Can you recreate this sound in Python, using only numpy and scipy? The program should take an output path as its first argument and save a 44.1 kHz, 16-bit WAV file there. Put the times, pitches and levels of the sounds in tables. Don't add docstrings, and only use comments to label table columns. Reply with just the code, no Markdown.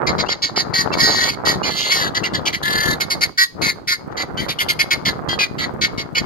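import sys
import numpy as np
from scipy import signal
from scipy.fft import rfft, irfft, next_fast_len
from scipy.io import wavfile
from scipy.ndimage import uniform_filter1d, map_coordinates

SR = 44100
rng = np.random.default_rng(int(sys.argv[2]) if len(sys.argv) > 2 else 0)


def log_audio(samples):
    frames = np.atleast_2d(samples).T
    limited = np.clip(frames, -1, 1)
    pcm = np.round(limited * 32767).astype(np.int16)
    wavfile.write(sys.argv[1], SR, pcm)


def convert_level_to_amplitude(level_db):
    exponent = np.asarray(level_db, float) / 20
    return 10 ** exponent


N = 275625


def unit(x):
    return x / np.sqrt(np.mean(np.abs(x) ** 2) + 1e-20)


def along(points, hz):
    f, v = np.transpose(points)
    return np.interp(np.log(hz + 1), np.log(f + 1), v)


def over_time(points):
    return np.interp(np.arange(N) / SR, *np.transpose(points))


def wobble(rate_hz):
    knots = rng.standard_normal(int(N * rate_hz / SR) + 4)
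    return map_coordinates(knots, [np.arange(N) * rate_hz / SR])


def filtered(x, response):
    m = next_fast_len(N + SR // 2)
    return irfft(rfft(x, m) * response(np.fft.rfftfreq(m, 1 / SR)), m)[..., :N]


GUST_TOP_DB = 8


def eddies(spectrum, per_second, gust_db):
    hits = rng.random((2, N)) < per_second / SR
    pops = hits * rng.standard_normal((2, N)) * convert_level_to_amplitude(1.5 * rng.standard_normal((2, N)))
    flow = .8 * unit(pops) + .45 * rng.standard_normal((2, N))
    lumps = convert_level_to_amplitude(np.minimum(gust_db, GUST_TOP_DB)) * flow
    return unit(filtered(lumps, lambda f: convert_level_to_amplitude(along(spectrum, f))))


# (time [s], level [dB])
WIND_DB = [(0, -24), (.2, -23), (.42, -35), (.58, -26), (1.0, -23.5), (1.36, -27), (1.6, -25.5), (2.3, -28),
           (3.0, -28.5), (3.3, -33), (3.4, -58), (3.51, -48), (3.6, -27.5), (3.97, -39), (4.07, -28.5),
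           (4.85, -31), (5.35, -27), (5.85, -30)]
# (time [s], level [dB])
SLOW_EDDIES_DB = [(0, -4.5), (2.2, -3.5), (2.6, 0), (4.0, -1), (4.9, -2.5), (5.3, 1.5)]
# (frequency [Hz], density [dB per Hz])
SLOW_SPECTRUM = [(20, -33), (50, -10), (150, -0.5), (350, -6), (700, -19.5), (1500, -54.5)]
# (frequency [Hz], density [dB per Hz])
SMALL_SPECTRUM = [(100, -26), (350, -2), (800, -3), (1300, -5), (2100, -21), (5000, -68)]
# (time [s], peak [dB], port [0 left, 1 right])
THUMPS = [(0.106, -9, 0), (0.117, -16, 1), (0.147, -15, 0), (0.152, -6.5, 1), (0.211, -13.5, 0),
          (0.293, -7.5, 1), (0.577, -6, 0), (0.917, -10.5, 1), (0.954, -8, 0), (1.147, -9, 1),
          (1.148, -15, 0), (1.473, -3, 1), (1.529, -16, 1), (5.331, -10, 0)]


def wind():
    def gusts(depth_db, rate_hz):
        return np.array([depth_db * wobble(rate_hz), depth_db * wobble(rate_hz)])

    shared_db = gusts(3, 9)
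    slow = eddies(SLOW_SPECTRUM, 150, shared_db + gusts(2.3, 20))
    small = eddies(SMALL_SPECTRUM, 420, shared_db + gusts(2.3, 18) + gusts(3.8, 45))
    level = convert_level_to_amplitude(over_time(WIND_DB) + np.array([[.1], [-.1]]))
    brighter = unit(level) ** .43
    steady = level * (convert_level_to_amplitude(over_time(SLOW_EDDIES_DB)) * slow + convert_level_to_amplitude(-2.0) * brighter * small)
    blows = np.zeros((2, N))
    for at_s, peak_db, port in THUMPS:
        blows[int(port), round(at_s * SR)] = -convert_level_to_amplitude(peak_db + 33)
    return steady + filtered(blows, lambda f: convert_level_to_amplitude(along(SMALL_SPECTRUM, f)))


def open_air():
    return convert_level_to_amplitude(-52) * unit(filtered(rng.standard_normal((2, N)), lambda f: 1 / (f + 1500) ** 2))


# (onset [s], length [s], peak [dB], pulse rate [Hz], windpipe [Hz])
BARKS = [(.066, .062, -20, 355, 2150), (.559, .082, -18, 372, 2040), (.736, .114, -17, 378, 1960),
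         (1.631, .09, -22, 347, 2300), (3.002, .05, -17.5, 362, 2150), (3.101, .058, -16.5, 362, 2120),
         (3.376, .092, -14.5, 377, 2000), (3.615, .118, -20, 364, 2240), (3.874, .094, -19, 364, 2200),
         (4.685, .056, -19, 350, 2180), (4.791, .058, -18, 361, 2260), (4.906, .058, -17, 361, 2250),
         (5.051, .072, -19, 350, 2000), (5.389, .082, -19.5, 411, 2450)]
# (onset [s], length [s], peak [dB], pulse rate [Hz], windpipe [Hz])
SWELLS = [(.182, .058, -19, 355, 2170), (.285, .07, -19, 355, 2120), (.925, .041, -18, 378, 2200),
          (2.455, .055, -18, 338, 2350), (3.209, .058, -14, 362, 2146), (4.168, .084, -23.5, 342, 2150),
          (5.812, .068, -16, 368, 2220), (6.15, .064, -16, 367.5, 2250)]
# (onset [s], length [s], peak [dB], pulse rate [Hz], windpipe [Hz])
CLUCKS = [(.26, .02, -33, 355, 1900), (2.147, .062, -22.5, 338, 1850), (2.235, .058, -23.5, 338, 2050),
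          (4.114, .034, -49, 342, 1900), (4.484, .062, -25, 330, 2200), (4.587, .062, -22, 350, 2080),
          (5.286, .082, -26, 405, 1800), (5.582, .092, -25.5, 335, 2040), (5.976, .068, -27.5, 368, 2120)]
# (onset [s], length [s], peak [dB], pulse rate [Hz], windpipe [Hz])
SIGHS = [
    (.42, .088, -17, 372, 2060),
    (1.451, .112, -15, 378, 1980),
    (2.335, .066, -22.5, 338, 1850),
    (2.528, .06, -22, 338, 2100),
    (4.372, .095, -25, 330, 2150),
]
# (attack [s], onset re crest [dB], after attack re crest [dB], release [s],
# throat re beak [dB], windpipe sink [share])
BARK = (.007, -12, -1, .032, -9, .12)
SWELL = (.006, -15, -6, .028, -7, .09)
CLUCK = (.006, -12, -1.5, .03, -4.5, .03)
SIGH = (.01, -13, -4, .062, -7, .08)
FADE_DB, SILENT_DB = -22, -85
THROAT_GAINS_DB, FLUTTER_DB = -6, 1.1
BEAK_HZ, BEAK_FALLS, BEAK_SCATTER = 4600, .06, .012
RATE_FALLS = .02
ROUGH, EASY_HZ, ROUGH_PER_HZ, CLEAREST = .36, 365, .006, .27


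def short_notes(t):
    kinds = ((BARKS, BARK), (SWELLS, SWELL), (CLUCKS, CLUCK), (SIGHS, SIGH))
    rows = np.array(sorted((*note, *kind) for notes, kind in kinds for note in notes))
    rows = np.c_[rows, rng.standard_normal((len(rows), 1))]
    now = np.maximum(np.searchsorted(rows[:, 0], t, "right") - 1, 0)
    (start, length, peak_db, rate_hz, pipe_hz, attack, onset_db, open_db,
     release, throat_db, sinks, chance) = rows[now].T
    age = t - start
    release = np.minimum(release, .7 * length)

    def ramp(since, lasts):
        return np.clip((age - since) / lasts, 0, 1)

    hold = np.abs(length - release - attack) + 1e-3
    rise_db = onset_db * (1 - ramp(0, attack))
    rise_db = rise_db + open_db * ramp(0, attack) * (1 - ramp(attack, hold))
    level_db = peak_db + rise_db + FADE_DB * ramp(length - release, release)
    level_db = level_db + (SILENT_DB - level_db) * ramp(length, .006)
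    level_db = np.where(age < 0, SILENT_DB, level_db)
    done = ramp(0, length)
    rate_now_hz = rate_hz * (1 - RATE_FALLS * (done - .4))
    pipe_hz = pipe_hz * (1 - sinks * done)
    beak_hz = BEAK_HZ * (1 - BEAK_FALLS * done + BEAK_SCATTER * chance)
    rough = np.maximum(ROUGH + ROUGH_PER_HZ * (EASY_HZ - rate_hz), CLEAREST)
    throat_db = throat_db + THROAT_GAINS_DB * (done - .5)
    trill_db = np.full(N, FLUTTER_DB)
    return np.array([level_db, rate_now_hz, pipe_hz, beak_hz, rough, throat_db, trill_db, done])


# (time [s], level [dB], pulse rate [Hz], windpipe [Hz], beak [Hz])
SCREAM = [
    (.97, -33, 371, 1950, 4450),
    (1.004, -14.5, 371, 1950, 4550),
    (1.042, -14, 371, 1840, 4630),
    (1.128, -20, 371, 1900, 4400),
    (1.24, -18, 371, 1850, 4450),
    (1.282, -22, 370, 2050, 4300),
    (1.303, -18.5, 370, 2220, 4545),
    (1.311, -31, 370, 2250, 4600),
    (1.351, -35, 370, 2100, 4400),
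]
# (time [s], level [dB], pulse rate [Hz], windpipe [Hz], beak [Hz])
RASP = [
    (1.705, -26, 347, 1900, 4300),
    (1.749, -29, 347, 1900, 4200),
    (1.79, -21.5, 347, 2090, 4400),
    (1.897, -25, 345, 1900, 4150),
    (1.922, -15, 372, 2099, 4680),
    (1.985, -23, 370, 1780, 4550),
    (2.013, -22, 337, 1730, 4300),
    (2.081, -28, 333, 1660, 4250),
    (2.099, -43.5, 333, 1650, 4250),
]
# (time [s], level [dB], pulse rate [Hz], windpipe [Hz], beak [Hz])
ROLL = [
    (2.626, -40, 351, 1757, 4400),
    (2.634, -25, 351, 1757, 4360),
    (2.927, -23.5, 351, 1764, 4370),
    (2.959, -39.5, 351, 1764, 4300),
]
# (roughness [0-1], throat re beak [dB], trill depth [dB])
SCREAM_VOICE, RASP_VOICE, ROLL_VOICE = (.26, -12, 1), (.33, -2, .4), (.22, -9, 4.5)


def performance(t):
    controls = short_notes(t)
    for call, voice in ((SCREAM, SCREAM_VOICE), (RASP, RASP_VOICE), (ROLL, ROLL_VOICE)):
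        s, *curves = np.transpose(call)
        on = (t >= s[0]) & (t <= s[-1])
        moving = [np.interp(t[on], s, c) for c in curves]
        steady = [np.full(on.sum(), v) for v in (*voice, .5)]
        controls[:, on] = moving + steady
    return controls


def syrinx(rate_hz, rough, trill_db):
    jitter = .006 * wobble(40) + .06 * rough * wobble(300)
    cycles = np.cumsum(rate_hz * (1 + jitter)) / SR
    shut = np.diff(np.floor(cycles), prepend=0)
    clicks = unit(shut * convert_level_to_amplitude((.43 + 1.75 * rough) * wobble(250)))
    puffs = unit(np.exp(-(cycles % 1) / .7) * rng.standard_normal(N))
    trill = np.cos(2 * np.pi * 39.5 * (np.arange(N) / SR - 2.785))
    return clicks, puffs, trill_db * (trill - .5)


def resonances(modes, floor_hz):
    def response(f):
        total = 0
        for k, (centre, width, db) in enumerate(modes):
            total = total + (-1) ** k * convert_level_to_amplitude(db) * 1j * f * width / (centre ** 2 - f * f + 1j * f * width)
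        return (1j * f / (floor_hz + 1j * f)) ** 4 * total
    return response


def moving_resonance(x, hz, width_hz):
    turn = np.exp(2j * np.pi * np.cumsum(hz) / SR)
    b, a = signal.butter(3, width_hz / SR)
    return unit(np.real(signal.lfilter(b, a, x / turn) * turn))


# (time [s], head turned away [dB], beak gape [dB], throat swelling [dB])
POSTURE = [(0, 3.5, -32, -4), (.5, -3.5, -27, -7), (.8, 1, -17, -7), (1.15, -2, -20, -5), (1.3, 2, -15, 0),
           (1.5, 2.5, -16, -5), (1.82, -4.5, -19, -3), (1.95, 3, -13, -7), (2.3, 7.5, -22, 0),
           (2.47, 1.5, -18, 3), (2.62, 8.5, -11, 1), (2.93, 6.5, -10, -1), (3.1, 0, -13, -7),
           (3.9, 3, -13, -8), (4.2, 4, -19, -3), (4.62, 6, -4, 2), (5.0, 6, -14, 0), (5.9, 5, -21, -3)]
# (frequency [Hz], width [Hz], level [dB])
THROAT = [(2750, 450, -11), (3306, 424, -5)]
# (frequency [Hz], width [Hz], level [dB])
BROW = [(6230, 450, -3.5), (6990, 400, -5)]
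# (frequency [Hz], density [dB per Hz])
HISS = [(7000, -40), (7900, 3), (9500, 5.5), (11500, 7.5), (12500, 3.5), (15600, -9)]
PIPE_GAINS_DB, HISS_GAINS_DB = 2.5, 4


def chatter():
    t = np.arange(N) / SR
    level_db, rate_hz, pipe_hz, beak_hz, rough, throat_db, trill_db, done = performance(t)
    s, turn_db, gape_db, swell_db = np.transpose(POSTURE)
    pipe_db = np.interp(t, s, turn_db) + PIPE_GAINS_DB * (done - .5)
    throat_db = throat_db + np.interp(t, s, swell_db)
    hiss_db = np.interp(t, s, gape_db) + HISS_GAINS_DB * (done - .5)
    rough = np.clip(rough, 0, 1)
    rate_hz = rate_hz * (1 + .0016 * (np.clip(level_db, -45, 0) + 20))
    clicks, puffs, trill = syrinx(rate_hz, rough, trill_db)

    def mix(breath):
        breath = np.clip(breath, 0, 1)
        return np.sqrt(1 - breath) * clicks + np.sqrt(breath) * puffs

    def brow_response(f):
        return resonances(BROW, 5200)(f) / (1 + (f / 7500) ** 16)

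    sag = 1 + .004 * (np.clip(level_db, -42, -22) + 22)
    pipe = moving_resonance(mix(.4 * rough), sag * pipe_hz + 50, width_hz=400)
    air_sac = moving_resonance(mix(.4 * rough), .74 * pipe_hz, width_hz=800)
    pipe = pipe + convert_level_to_amplitude(-7.5) * air_sac
    throat = unit(filtered(mix(1.6 * rough), resonances(THROAT, 2000)))
    beak = moving_resonance(mix(1.15 * rough), sag * beak_hz, width_hz=1000)
    brow = unit(filtered(mix(.39 + rough), brow_response))
    hiss = unit(filtered(puffs + .31 * rng.standard_normal(N), lambda f: convert_level_to_amplitude(along(HISS, f))))
    upper = beak + convert_level_to_amplitude(-11.5) * brow + convert_level_to_amplitude(throat_db + 3.5) * throat + convert_level_to_amplitude(hiss_db - 1.6) * hiss
    lower = convert_level_to_amplitude(pipe_db + .45 * trill - 2.5) * pipe
    return convert_level_to_amplitude(level_db - 2.45) * (convert_level_to_amplitude(trill) * upper + lower)


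# (time [s], peak [dB], second partial [Hz], length [s])
SQUEAKS = [
    (0.263, -40, 2750, 0.019),
    (.288, -26, 3200, 0.0095),
    (0.918, -36, 2700, 0.028),
    (1.631, -29, 2900, .022),
    (2.234, -27, 2780, 0.03),
    (4.373, -30, 3080, 0.049),
    (4.587, -27, 2940, 0.021),
    (5.292, -30, 3200, .066),
    (6.151, -28.5, 2950, 0.033),
]
# (multiple [1], level [dB])
SQUEAK_PARTIALS = [(1, -7), (2, 6), (3, -5), (4, -12.5)]


def squeaks():
    out, hush = np.zeros(N + SR), np.ones(N + SR)
    for at_s, peak_db, second_hz, length_s in SQUEAKS:
        u = np.arange(round(length_s * SR)) / (length_s * SR)
        glide = .00084 / length_s * np.sin(2.2 * u - .8)
        jitter = .039 * rng.standard_normal(len(u))
        phase = np.pi * np.cumsum(second_hz * (1 + glide + jitter)) / SR
        tone = 0
        for k, level_db in SQUEAK_PARTIALS:
            extra_db = 133 * length_s if k == 1 else 0
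            tone = tone + convert_level_to_amplitude(level_db + extra_db) * np.sin(k * phase)
        start = round(at_s * SR)
        out[start:][:len(u)] += convert_level_to_amplitude(peak_db) * np.sin(np.pi * u ** .6) ** .7 * tone
        hush[start:][:len(u)] -= .4 * np.sin(np.pi * u)
    return out[:N], hush[:N]


# (frequency [Hz], level [dB])
LEFT_EAR_DB = [(1500, 0.5), (3000, 1.5), (4500, -5), (6000, 5), (7500, -7.5), (9500, 1)]
# (frequency [Hz], phase [rad])
BODY_LAG_RAD = [(1200, 0), (1900, -.55), (2700, -1.5), (3150, -1.3), (3700, 0)]
LEAD_S = .0004348


def direct(birds):
    side = np.array([[.5], [-.5]])

    def response(f):
        lead_rad = 2 * np.pi * f * LEAD_S / (1 + (f / 7400) ** 12) + along(BODY_LAG_RAD, f)
        return convert_level_to_amplitude(side * along(LEFT_EAR_DB, f) + 2.0) * np.exp(1j * side * lead_rad)

    return filtered(birds, response)


def scattered(x):
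    z = signal.stft(x, nperseg=256)[2]
    shape = (2,) + z.shape
    field = rng.standard_normal(shape) + 1j * rng.standard_normal(shape)
    field = uniform_filter1d(field, size=5, axis=1)
    field = uniform_filter1d(field, size=24, axis=2)
    return signal.istft(z * unit(field), nperseg=256)[1][:, :N]


# (frequency [Hz], t60 [s])
YARD_T60 = [(2000, .26), (4500, 0.34), (9000, 0.3), (16000, 0.3)]


def yard(x):
    hz, t, z = signal.stft(rng.standard_normal((2, SR // 2)), SR, nperseg=256)
    decay = convert_level_to_amplitude(-60 * t / along(YARD_T60, hz)[:, None])
    tail = signal.istft(z * decay, SR, nperseg=256)[1]
    tail = tail / np.linalg.norm(tail[0])
    delayed = np.pad(x, (300, 0))[None]
    return signal.fftconvolve(delayed, tail, axes=1)[:, :N]


def scene():
    whistle, hush = squeaks()
    calls = hush * chatter() + whistle
    birds = filtered(calls, lambda f: 1 / (1 + (1000 / (f + 1)) ** 10))
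    paths = direct(birds) + convert_level_to_amplitude(-3.5) * scattered(birds) + convert_level_to_amplitude(-16.5) * yard(birds)
    return paths + wind() + open_air()


def top_cut(x):
    return signal.sosfilt(signal.butter(12, 16320, fs=SR, output="sos"), x)


def record(dry):
    soft = dry / (1 + np.abs(dry / .9) ** 4) ** (1 / 4)
    mix = filtered(soft, lambda f: f < 15750)
    return top_cut(mix)


dry = scene()
out = record(dry)
log_audio(out)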